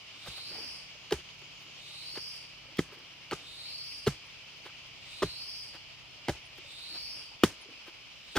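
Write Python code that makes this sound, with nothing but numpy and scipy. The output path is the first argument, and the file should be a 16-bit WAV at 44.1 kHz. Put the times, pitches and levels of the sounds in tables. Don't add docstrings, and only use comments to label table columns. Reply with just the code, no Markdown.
import sys
import numpy as np
from scipy import signal
from scipy.fft import rfft, irfft, next_fast_len
from scipy.io import wavfile
from scipy.ndimage import uniform_filter1d, map_coordinates

SR = 44100
rng = np.random.default_rng(int(sys.argv[2]) if len(sys.argv) > 2 else 0)


def inscribe(sig):
    pcm = np.round(np.clip(np.atleast_2d(sig).T, -1, 1) * 32767)
    wavfile.write(sys.argv[1], SR, pcm.astype(np.int16))


def undo_db(level):
    steps = np.asarray(level, float) / 20
    return 10 ** steps


N = 369909
NOW_S = np.arange(N) / SR
PORTS = np.array([[.5], [-.5]])

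# t/s, ground thump level/dB, low part level/dB, deep part level/dB, crumbs level/dB
BLOW_EVENTS = [
    (0.279, -45.5, 8.5, -1.5, -54.5),
    (1.126, -36, 0.1, -1.5, -48),
    (2.176, -50.5, 4, -13.5, -63),
    (2.788, -28, -4, -17, -49),
    (3.329, -38, -8, -19, -51.5),
    (4.072, -20.5, -8, -16, -46),
    (5.23, -25, -2, -11, -49.5),
    (6.289, -30.5, 0.1, -7, -48.5),
    (7.436, -25, 2.5, -16.5, -39),
    (8.365, -32.5, 7, -8, -44),
]
# t/s, crack level/dB, jolt level/dB, shaft ring f/Hz
ROOT_CONTACTS = [(1.1205, -26.5, -16, 403), (1.1231, -20, -16.5, 401), (1.137, -35, -23.5, 388),
                 (2.174, -28, -25.5, 393), (2.785, -25.5, -25, 245), (2.7905, -23, -7.5, 329),
                 (2.804, -45, -23, 294), (3.3164, -25, -27.5, 306), (3.3263, -26.5, -34, 500),
                 (3.3287, -33.5, -18, 392), (3.332, -27, -36.5, 410), (4.0667, -24, -23, 396),
                 (4.0692, -34.5, -16, 417), (4.0716, -25, -18.5, 412), (4.074, -20.5, -21, 421),
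                 (4.079, -30.5, -23, 245.6), (5.2211, -23, -19, 356.4), (5.226, -19.5, -22.5, 602),
                 (5.2295, -25, -24, 394), (5.232, -28, -19, 408), (5.235, -25, -31, 374),
                 (6.2815, -42, -30, 457), (6.2827, -19.5, -30, 495), (6.2841, -33, -22.5, 301),
                 (6.2894, -29, -21, 323), (6.2929, -22.5, -30, 390), (6.2962, -26, -30, 590),
                 (7.4348, -10.5, -3, 355), (7.4388, -25, -12.5, 410), (7.447, -26.5, -19.5, 287),
                 (8.355, -26, -27, 381), (8.3602, -20, -26, 424), (8.365, -15.5, -26, 268),
                 (8.37, -18.5, -25, 357), (8.378, -38.5, -23, 389)]
# t/s, shaft t60/s, grit treble level/dB
BLOW_BITE = [(1.12, 0.03, -9.5), (2.17, 0.017, -22), (2.79, 0.016, -12), (3.32, 0.022, -19.5),
             (4.07, 0.027, -10), (5.23, 0.043, -19.5), (6.29, 0.051, -17), (7.44, 0.025, -5.5),
             (8.36, 0.047, -13)]
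# t/s, peak level/dB, ring f/Hz
SHAFT_KNOCKS = [(.271, -52, 527), (.373, -50, 576), (.511, -48, 357), (.552, -50, 765), (.583, -42, 440),
                (0.631, -57, 339), (1.115, -30.5, 494), (1.187, -46, 365), (1.421, -50.5, 387),
                (2.686, -49.5, 536), (2.721, -55, 289), (2.924, -42, 410), (4.658, -44.5, 360),
                (5.242, -32.5, 344), (5.254, -42.5, 298), (5.748, -46, 325), (6.2837, -28.5, 826),
                (6.584, -45.5, 354), (6.93, -55, 359), (6.954, -49, 409), (7.4377, -18.5, 199),
                (7.658, -47.5, 392), (7.687, -47, 470), (7.711, -49, 279), (7.88, -42.5, 344)]
# t/s, peak level/dB, f/Hz
ROOTLET_SNAPS = [(0.2722, -37, 3800), (0.2759, -35, 3540), (1.1209, -33, 1670), (1.1222, -28, 5810),
                 (1.1222, -28, 3810), (1.1227, -30, 4880), (1.1234, -27, 1840), (1.1247, -21.5, 2930),
                 (1.1254, -29.5, 4950), (2.1752, -33, 2940), (2.1817, -42, 4950), (2.7837, -30, 3300),
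                 (2.7899, -26, 1230), (2.7904, -21, 2030), (2.7919, -38, 5250), (2.7922, -24, 3230),
                 (2.7939, -30, 1700), (3.3105, -29, 2890), (3.3107, -31.5, 1370), (3.3107, -31, 2160),
                 (3.311, -27.5, 4370), (3.3239, -31, 2560), (3.3259, -27, 1230), (3.3274, -36.5, 3115),
                 (3.3319, -26.5, 1230), (4.067, -28, 2850), (4.0672, -25, 4430), (4.0672, -30, 1230),
                 (4.0727, -29, 3200), (4.0727, -25, 1360), (4.0744, -32.5, 4000), (4.0769, -33, 3940),
                 (4.0792, -24.5, 1290), (4.658, -45.5, 4050), (4.6884, -47, 2400), (5.2212, -24.5, 1160),
                 (5.2245, -34, 2860), (5.2257, -31.5, 5200), (5.2309, -20, 1176), (5.2314, -32, 2680),
                 (5.2344, -37, 3520), (5.2369, -35, 2530), (6.2825, -31.5, 4950), (6.2827, -32, 3160),
                 (6.2832, -24.5, 2130), (6.286, -31.5, 3270), (6.2872, -27, 2050), (6.2972, -40, 740),
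                 (7.435, -11, 1280), (7.4352, -29.5, 5300), (7.4355, -15.5, 2470), (7.4355, -10.5, 3020),
                 (7.4387, -27.5, 5200), (7.439, -34, 1268), (7.4395, -17.5, 3440), (8.3595, -26, 2560),
                 (8.3632, -25, 1470), (8.3649, -20, 3500), (8.3662, -23, 1280), (8.3672, -29, 5740)]
# t/s, peak level/dB, f/Hz, t60/s
PEBBLE_CLOD_KNOCKS = [(.242, -49, 1450, 0.018), (.262, -40, 1255, 0.0158), (.273, -36.5, 1210, 0.0156),
                      (.361, -50.5, 1320, .016), (.379, -45, 1244, 0.017), (.556, -44, 906, 0.0157),
                      (.676, -48, 1750, 0.0157), (.697, -52, 1730, 0.0157), (.724, -60, 1150, 0.015),
                      (1.1077, -33, 4320, 0.0154), (2.7702, -36.5, 3260, 0.017), (3.3113, -27, 2600, 0.0039),
                      (3.3232, -11.5, 794, 0.0029), (3.3326, -30.5, 850, 0.0034), (4.602, -50.5, 660, 0.018),
                      (4.664, -41, 1020, 0.0156), (4.7, -44, 1260, 0.015), (5.2265, -25, 910, .014),
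                      (4.0705, -24.5, 794, 0.019), (4.077, -26, 600, 0.0124), (6.2846, -13.5, 590, 0.0059),
                      (6.2931, -18, 600, 0.0089), (8.3708, -25, 1397, 0.0112), (8.3744, -13.5, 1510, 0.0081),
                      (.272, -51, 350, .04), (.586, -47, 850, .03), (.646, -52, 565, .04), (.953, -54, 583, 0.051),
              (1.133, -37, 1410, .015), (2.139, -52, 350, .05), (2.771, -48, 1400, .015),
              (2.92, -47, 1300, .02), (2.969, -51, 350, .05), (3.353, -47, 1400, .02),
              (5.269, -51, 560, .04), (6.334, -47, 1300, .02), (6.349, -50, 850, .04),
              (6.35, -53, 350, 0.045), (6.645, -56.5, 570, .12), (6.969, -51, 850, .03),
              (7.17, -55, 567, .05), (7.317, -51, 846, 0.041), (7.513, -54, 350, .05),
              (7.687, -50, 320, 0.072), (1.1225, -32, 560, .03), (1.124, -33, 806, 0.032),
              (4.647, -48, 4000, .012), (4.671, -49, 3500, .012), (6.287, -31, 950, .03),
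              (7.4355, -20.5, 574, 0.028), (7.437, -25, 1294, .03), (8.368, -28, 1525, .035),
              (2.7698, -40, 5200, .008), (3.3115, -29, 3600, .004)]
# t/s, peak level/dB, treble level/dB, t60/s
LITTER_BRUSHES = [(1.1077, -26.5, -17, 0.04), (1.1457, -39.5, -14.5, 0.0365), (1.4164, -42.5, -15, 0.04),
                  (2.77, -36.5, 0, 0.0222), (3.3111, -25, -9, 0.012), (4.0628, -25, -19.5, 0.032)]
# t/s, rms level/dB, length/s, treble level/dB
BLADE_SCUFFS = [(0.254, -45.5, 0.034, -5), (0.361, -52.5, 0.0446, -4), (1.573, -66, 0.103, 3.5),
                (2.145, -46.5, 0.039, -18.5), (2.907, -55.5, 0.059, -5), (4.641, -50, 0.049, -11),
                (4.687, -57, 0.0135, -12.5), (5.728, -50, 0.047, -13), (6.277, -53, 0.0067, -29),
                (6.554, -60, 0.0135, -3), (6.573, -54, 0.019, 0), (7.432, -57, 0.0033, -31.5),
                (8.349, -35, 0.0204, -20.5), (6.941, -52, 0.035, -15.5), (7.856, -52.5, 0.048, -8)]
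# t/s, peak level/dB, left-right level/dB
LEAF_TICKS = [(1.028, -65.5, -1.5), (1.3472, -59.5, 0.5), (1.394, -58, 1.0), (1.4194, -62, 1),
              (1.7389, -62.5, -2), (2.3594, -50.5, -1.5), (2.9894, -57.5, -1.0), (4.572, -60.5, 2),
              (4.8672, -57.5, 0.0), (7.4887, -50.5, -6)]
# f/Hz, width/Hz, level/dB
BLADE_MODES = [(500, 130, 2.5), (843, 120, 3), (1034, 81, 2), (1262, 94, 1.5), (1547, 140, 4),
               (1980, 530, -1), (3170, 658, -0.5), (4400, 2120, -7)]
# f/Hz, level/dB, t60/s
GROUND_MODES = [(186.5, 2.5, 0.051), (147, 5.5, 0.079), (102.7, -4, 0.15), (65.6, 7, 0.15),
                (43.7, -8, 0.22)]
# f/Hz, level/dB
CRUMB_SPECTRUM = [(100, -48), (300, 3), (1000, 2.5), (3000, 0), (6000, 3), (10000, -6), (16000, -20)]
# strongest push t/s, level/dB, swell/s, fade/s
DRAG_PUSHES = [(.52, -56, 0.049, 0.11), (.59, -53.5, 0.156, 0.19), (2.73, -60.5, 0.26, 0.029),
               (2.9, -58.5, 0.051, 0.53), (3.42, -64, 0.029, 0.56), (6.96, -56.5, 0.14, 0.041),
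               (7.2, -60, 0.15, 0.066), (7.696, -58, 0.043, 0.13)]
# f/Hz, level/dB per Hz
SOIL_SPECTRUM = [(88, -45), (150, -7), (246, -3.5), (290, 1), (616, -5.5), (761, -9), (2500, -6),
                 (3250, -43), (5500, -120)]
# t from its start/s, body resonance f/Hz, level/dB
BUZZ_SHAPE = [(0, 3360, -66.5), (.08, 3620, -61.5), (.17, 3670, -51), (.32, 4090, -48), (.44, 4660, -45.5),
              (.54, 4970, -44.5), (.63, 5040, -45.5), (.73, 4900, -52.5), (.87, 4780, -69)]
# start t/s, level/dB, time stretch (ratio), pitch lead/s
BUZZ_EVENTS = [(.07, 0., 0.983, 0.0019), (1.68, -0.5, 0.999, 0.0124), (3.279, -0.5, 1.053, -0.016),
               (4.93, 0, 1.049, 0.014), (6.549, 0, 0.95, -0.012), (8.13, -1.5, 1.2, 0.0027)]
# f/Hz, half width/Hz, level/dB
PERCH_MODES = [(3700, 60, 7), (3950, 60, 8.5), (4245, 55, 10.5), (4545, 60, 10.5), (4870, 60, 9),
               (5265, 60, 10), (5630, 70, 8)]
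# f/Hz, t60/s
FOREST_DECAY = [(100, 0.31), (1000, 0.1), (4000, 0.47), (12000, 0.21)]
# f/Hz, level/dB per Hz
CHORUS_SPECTRUM = [(120, -42.5), (200, -11), (517, -11), (566, -10.5), (656, -8), (718, -10.5), (787, -10),
                   (1270, -10), (1600, -13), (1900, -10), (2300, -0.5), (3040, 2), (3720, -8), (4980, -5),
                   (8000, -26), (15700, -38.5)]
# t/s, level/dB
SHRILL_LEVEL = [(0, -73), (.8, -71), (1.2, -67.5), (1.75, -67), (2.4, -73), (2.8, -85), (3.5, -73),
                (8.39, -87)]
# f/Hz, level/dB
SHRILL_SPECTRUM = [(4500, -61.5), (5600, -2), (6600, 0.0), (7300, -5), (8000, -63)]
# t/s, level/dB, f/Hz
CRICKET_PIPS = [(.36, -59.5, 9340), (4.256, -67, 9374), (6.452, -62, 9340), (7.609, -58.5, 9370)]
# t/s, level/dB
AIR_LEVEL = [(0, -77), (.47, -71.5), (1.1, -74.5), (3.6, -74.5), (4.06, -72), (4.8, -76), (5.35, -71),
             (5.7, -73.5), (6.94, -72.5), (8.39, -74.5)]
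# f/Hz, level/dB per Hz
AIR_SPECTRUM = [(12, -37.5), (20, -7), (38, -5.5), (54, -0.5), (70, -5), (91, -6), (134, -4), (226, -19),
                (300, -10), (390, -51.5), (660, -120)]
# t/s, firing rate f/Hz, distance level/dB
ENGINE_COURSE = [(0, 37.5, -1.5), (1.2, 35.95, -2), (2.5, 34.34, -1), (4, 33.62, -0.56), (5, 32.34, 1),
                 (6.2, 31.95, 1.5), (7.3, 33.03, -5), (8.39, 33.54, -13)]
# f/Hz, level/dB
EXHAUST_SPECTRUM = [(95, -71.5), (112, -65), (128, -68), (143, -62.5), (152, -79), (165, -70.5), (182, -66),
                    (200, -84.5)]
# f/Hz, left-right likeness (-1..1)
PORT_LIKENESS = [(60, -0.1), (150, 0.344), (380, 0.53), (950, 0.526), (2380, 0.49), (5980, -0.354),
                 (15000, 0.386)]
# f/Hz, level/dB
HISS_SPECTRUM = [(6000, -28.5), (11000, -6.0), (14500, -5), (16000, -9.0)]


def unit(x):
    return x / np.sqrt(np.mean(x ** 2) + 1e-20)


def along(points, hz):
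    f, v = np.transpose(points)
    return np.interp(np.log(hz + 1), np.log(f + 1), v)


def curves(rows):
    s, *cols = np.transpose(rows)
    return [np.interp(NOW_S, s, c) for c in cols]


def wobble(rate_hz):
    knots = rng.standard_normal(int(N * rate_hz / SR) + 4)
    return map_coordinates(knots, [np.arange(N) * rate_hz / SR])


def filtered(x, response):
    m = next_fast_len(N + SR // 2)
    return irfft(rfft(x, m) * response(np.fft.rfftfreq(m, 1 / SR)), m)[..., :N]


def add(track, s, sound):
    part = track[..., round(s * SR):][..., :sound.shape[-1]]
    part += sound[..., :part.shape[-1]]


def ring(hz, t60_s, rise_s, t):
    return np.sin(2 * np.pi * hz * t) * undo_db(-60 * t / t60_s) * (1 - np.exp(-t / rise_s))


def grit(density_hz, spread_db):
    chance, sign, size = rng.random((3, 2, N))
    grains = (chance < density_hz / SR) * np.sign(sign - .5)
    return unit(grains * undo_db(-spread_db * np.log(size + 0.0092)))


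def rush(spectrum, patchy_db):
    z = signal.stft(rng.standard_normal((2, N)), nperseg=512)[2]
    field = uniform_filter1d(rng.standard_normal(z.shape[1:]), 6, 0)
    field = uniform_filter1d(field, 14, 1)
    pair = signal.istft(z * undo_db(patchy_db * unit(field)), nperseg=512)[1][:, :N]

    def mid_side(hz):
        turn = np.arccos(np.clip(along(PORT_LIKENESS, hz), -1, 1)) / 2
        return undo_db(along(spectrum, hz)) * [np.cos(turn), np.sin(turn)]

    mid, side = filtered(pair, mid_side)
    return unit(np.array([mid + side, mid - side]))


def placed(x, lag_s, pan_db):
    return filtered(x, lambda hz: undo_db(PORTS * pan_db) * np.exp(-2j * np.pi * hz * PORTS * lag_s))


def forest(x):
    hz, t, z = signal.stft(rng.standard_normal((2, SR // 2)), SR, nperseg=256)
    decay = undo_db(-60 * t / along(FOREST_DECAY, hz)[:, None])
    tail = signal.istft(z * decay, SR, nperseg=256)[1]
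    return signal.fftconvolve(x[None], tail / np.linalg.norm(tail[0]), axes=1)[:, :N]


def bite(s):
    return min(BLOW_BITE, key=lambda row: abs(row[0] - s))[1:]


def shaft():
    jolt_lag_s, knock_t60_s, jolt_rise_s, snap_rise_s = 0.00037, 0.048, 0.00095, 0.00063
    snap_t60_s, snap_cycles = 0.0096, 7.9
    track, t = np.zeros(N), np.arange(SR // 4) / SR
    jolts = [(s, db, hz, knock_t60_s) for s, db, hz in SHAFT_KNOCKS]
    jolts += [(s + jolt_lag_s, db, hz, bite(s)[0]) for s, _, db, hz in ROOT_CONTACTS]
    for s, db, hz, t60_s in jolts:
        add(track, s, -undo_db(db + 0.5) * ring(hz, t60_s, jolt_rise_s, t))
    snaps = [(s, db, hz, snap_t60_s + snap_cycles / hz) for s, db, hz in ROOTLET_SNAPS]
    for s, db, hz, t60_s in snaps + PEBBLE_CLOD_KNOCKS:
        add(track, s, -undo_db(db + 2.0) * ring(hz, t60_s, snap_rise_s, t))
    return signal.sosfilt(signal.butter(2, 120, "high", fs=SR, output="sos"), track)


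def ground():
    track, t = np.zeros(N), np.arange(SR // 4) / SR
    for s, db, low_db, deep_db, _ in BLOW_EVENTS:
        for hz, mode_db, t60_s in GROUND_MODES:
            hz = hz * np.exp(rng.normal(0, 0.063))
            level_db = db - 3.0 + mode_db + rng.normal(0, 1.32)
            level_db += deep_db * (hz < 80) + low_db * (80 <= hz < 122)
            delay_s = rng.uniform(0.16, 0.62) / hz
            add(track, s + delay_s, undo_db(level_db) * ring(hz, t60_s, 0.29 / hz, t))
    return track


def blade_modes(f):
    return sum((-1) ** k * undo_db(db) * 1j * f * w / (c * c - f * f + 1j * f * w)
               for k, (c, w, db) in enumerate(BLADE_MODES))


def blade():
    crack_t60_s, crack_rise_s, leaf_t60_s = 0.036, 0.000341, 0.0123
    sharp, treble, t = np.zeros(N), np.zeros((2, N)), np.arange(SR // 4) / SR
    cracks = LITTER_BRUSHES + [(s, db, bite(s)[1], crack_t60_s) for s, db, *_ in ROOT_CONTACTS]
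    contacts = []
    for s, db, treble_db, t60_s in cracks:
        shape = undo_db(-60 * t / t60_s) * (1 - np.exp(-t / crack_rise_s))
        contacts.append((s, db, treble_db, shape))
    for s, db, length_s, treble_db in BLADE_SCUFFS:
        shape = np.sin(np.pi * np.clip(t / length_s, 0, 1))
        contacts.append((s, db + 7.5, treble_db - 3.0, shape))
    for s, db, treble_db, shape in contacts:
        noise = rng.standard_normal((4, len(t)))
        burst = shape * noise[:3] * undo_db(2.9 * noise[3])
        add(sharp, s, undo_db(db + 0.5) * burst[0])
        add(treble, s, undo_db(db + treble_db - 13.5) * (burst[0] * 0.51 + 1.4 * burst[1:]))
    for s, db, pan_db in LEAF_TICKS:
        level = undo_db(db + 1.5 + PORTS * pan_db - 60 * t / leaf_t60_s)
        add(treble, s, level * rng.standard_normal((2, len(t))))
    band = signal.butter(2, [5000, 17500], "band", fs=SR, output="sos")
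    return filtered(sharp, blade_modes), signal.sosfilt(band, treble)


def crumbs():
    shower, t = np.zeros(N), np.arange(SR // 2) / SR
    for *_, db in []:
        pass
    for s, *_, db in BLOW_EVENTS:
        add(shower, s, undo_db(db + 6.5 - 60 * t / 0.23) * (1 - np.exp(-t / 0.00081)))
    patter = filtered(grit(9000., 4.0), lambda hz: undo_db(along(CRUMB_SPECTRUM, hz)))
    side = filtered(patter[1], lambda hz: hz ** 2 / (hz ** 2 + 2100.0 ** 2))
    return shower * unit(patter[0] + [side, -side])


def loose_soil():
    drop_db = 19.5
    lumps, t = np.zeros(N), np.arange(SR // 2) / SR
    for s, *_, db in BLOW_EVENTS:
        add(lumps, s, undo_db(db - 60 * t / 0.25) * (1 - np.exp(-t / 0.01)))
    push = sum(undo_db(db - drop_db * np.maximum((s - NOW_S) / swell_s, (NOW_S - s) / fade_s))
               for s, db, swell_s, fade_s in DRAG_PUSHES)
    grind = filtered(grit(2500., 2.5)[0], lambda hz: undo_db(along(SOIL_SPECTRUM, hz)))
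    return (push + lumps) * unit(grind)


def spells(tables, fade_s):
    gate = sum(np.clip(np.minimum(NOW_S - rows[0][0], rows[-1][0] - NOW_S) / fade_s, 0, 1)
               for rows in tables)
    return [gate] + curves([row for rows in tables for row in rows])


def clicks(lowest_hz, highest_hz, rate_hz, jitter, length_s, size_db):
    count, size = int(N / SR * rate_hz * 1.1), int(length_s * SR) + 1
    draw = rng.random((count, 4))
    start = (np.arange(count) + jitter * draw[:, 0]) / rate_hz * SR
    start = np.clip(start, 0, N - 1).astype(int)
    t = np.arange(size) / SR
    span_hz = (highest_hz - lowest_hz)[start]
    pitch_hz = lowest_hz[start] + span_hz * (draw[:, 1] + draw[:, 2]) / 2
    wave = undo_db(size_db * draw[:, 3:]) * np.sin(2 * np.pi * pitch_hz[:, None] * t)
    wave = wave * np.sin(np.pi * np.clip(t / length_s, 0, 1)) ** 2
    place = start[:, None] + np.arange(size)
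    return unit(np.bincount(place.ravel(), wave.ravel(), N)[:N])


def perch(f):
    return 0.46 * undo_db(sum(db / (1 + ((f - c) / w) ** 2) for c, w, db in PERCH_MODES))


def wings(f):
    return .75 + .3 / (1 + ((f - 9400) / 350) ** 2) + .7 / (1 + ((f - 14100) / 300) ** 2)


def cicada():
    pitch_s, pitch_hz, _ = np.transpose(BUZZ_SHAPE)
    tables = [[(start_s + stretch * s, np.interp(s + early_s, pitch_s, pitch_hz), db + gain_db)
               for s, _, db in BUZZ_SHAPE]
              for start_s, gain_db, stretch, early_s in BUZZ_EVENTS]
    gate, hz, db = spells(tables, fade_s=0.023)
    level = gate * undo_db(db + 0.86 * wobble(60))
    body = clicks(hz - 430, hz + 300, 325, .7, 0.0034, 4.5)
    body = body + undo_db(-8) * clicks(hz + 250, hz + 850, 325, .6, 0.0023, 7)
    edge_hz = 12060 + 1.08 * hz + 120 * db
    second_db = np.minimum(-14, -63.5 - db)
    second = np.array([clicks(4300 + 0.35 * hz, 1.055 * edge_hz, 4400, .9, 0.00322, 1.0)
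                       for port in "LR"])
    third = np.array([clicks(7000 + .5 * edge_hz, 17000 + 0 * hz, 2000, .9, .005, 3)
                      for port in "LR"])
    upper = undo_db(second_db + 4.0 - 3.6 * PORTS) * second + undo_db(-24 - 5.6 * PORTS) * third
    return filtered(level * body, perch), filtered(level * upper, wings)


def far_insects():
    sway_db = 0.48 * wobble(1.566) + 0.1006 * wobble(3.3) + 0.84 * wobble(40)
    return undo_db(-50.0 + sway_db) * rush(CHORUS_SPECTRUM, patchy_db=0.74)


def shrill_insect():
    level_db, = curves(SHRILL_LEVEL)
    flutter_db = 0.72 * wobble(26) + 2.8 * wobble(90)
    return undo_db(level_db - 1.5 + flutter_db) * rush(SHRILL_SPECTRUM, patchy_db=1.8)


def cricket():
    track, t = np.zeros(N), np.arange(SR // 45) / SR
    shape = np.abs(np.sin(np.pi * t / t[-1])) ** 0.23
    for s, db, hz in CRICKET_PIPS:
        add(track, s, undo_db(db) * np.sin(2 * np.pi * hz * (t + 0.36 * t * t)) * shape)
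    return track


def bird_trill():
    start_s, every_s, note_s = 1.008, .134, .075
    top_hz, fall_hz, gain_db = 7150, 1900, 3
    song, t = np.zeros(N), np.arange(int(note_s * SR)) / SR
    level_db, = curves(SHRILL_LEVEL)
    for k, (late, flat, size) in enumerate(rng.standard_normal((11, 3))):
        s = start_s + k * every_s + .004 * late
        hz = (1 + 0.0085 * flat) * (top_hz - fall_hz * (t / note_s) ** 1.7)
        note = np.sin(2 * np.pi * np.cumsum(hz) / SR) * np.sin(np.pi * t / note_s) ** .6
        add(song, s, undo_db(level_db[round(s * SR)] + gain_db + 1.5 * size) * note)
    return .6 * song + 0.65 * forest(song)


def air():
    level_db, = curves(AIR_LEVEL)
    return undo_db(level_db + 8.5 + 1.25 * wobble(3.576)) * rush(AIR_SPECTRUM, patchy_db=0.5)


def engine():
    firing_hz, level_db = curves(ENGINE_COURSE)
    turn = 2 * np.pi * np.cumsum(firing_hz) / SR
    hum = undo_db(-76.5 + 3.4 * wobble(1.63)) * np.sin(2 * np.pi * 49 * NOW_S + .7 * wobble(2.107))
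    for k in range(3, 7):
        line_db = level_db - 1.2 + along(EXHAUST_SPECTRUM, k * firing_hz) + 0.59 * wobble(5.3)
        hum += undo_db(line_db) * np.sin(k * turn + .5 * wobble(3.6))
    return hum


def scene():
    low = shaft() + ground()
    struck, bright = blade()
    near = placed(low, -0.000034, -0.49) + placed(struck, -0.000031, -0.53) + bright
    near = near + crumbs() + loose_soil()
    scatter = undo_db(-27.5) * forest(low) + undo_db(-16.5) * forest(struck)
    body, overtones = cicada()
    song = placed(body, 0.000324, -0.2) + undo_db(-1.8) * forest(body) + overtones
    behind = far_insects() + shrill_insect() + cricket() + bird_trill() + air() + engine()
    return near + scatter + song + placed(behind, -0.00003, 0)


def band_limit(x):
    return signal.sosfilt(signal.butter(12, 15810, fs=SR, output="sos"), x)


def record(dry):
    low_cut_hz, top_hz = 29, 15800
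    hiss = undo_db(-81.5) * rush(HISS_SPECTRUM, patchy_db=2.0)

    def band(hz):
        return (hz < top_hz) * hz ** 2 / (hz ** 2 - 1.4j * hz * low_cut_hz - low_cut_hz ** 2)

    return band_limit(filtered(dry + hiss, band))


dry = scene()
out = record(dry)
inscribe(out)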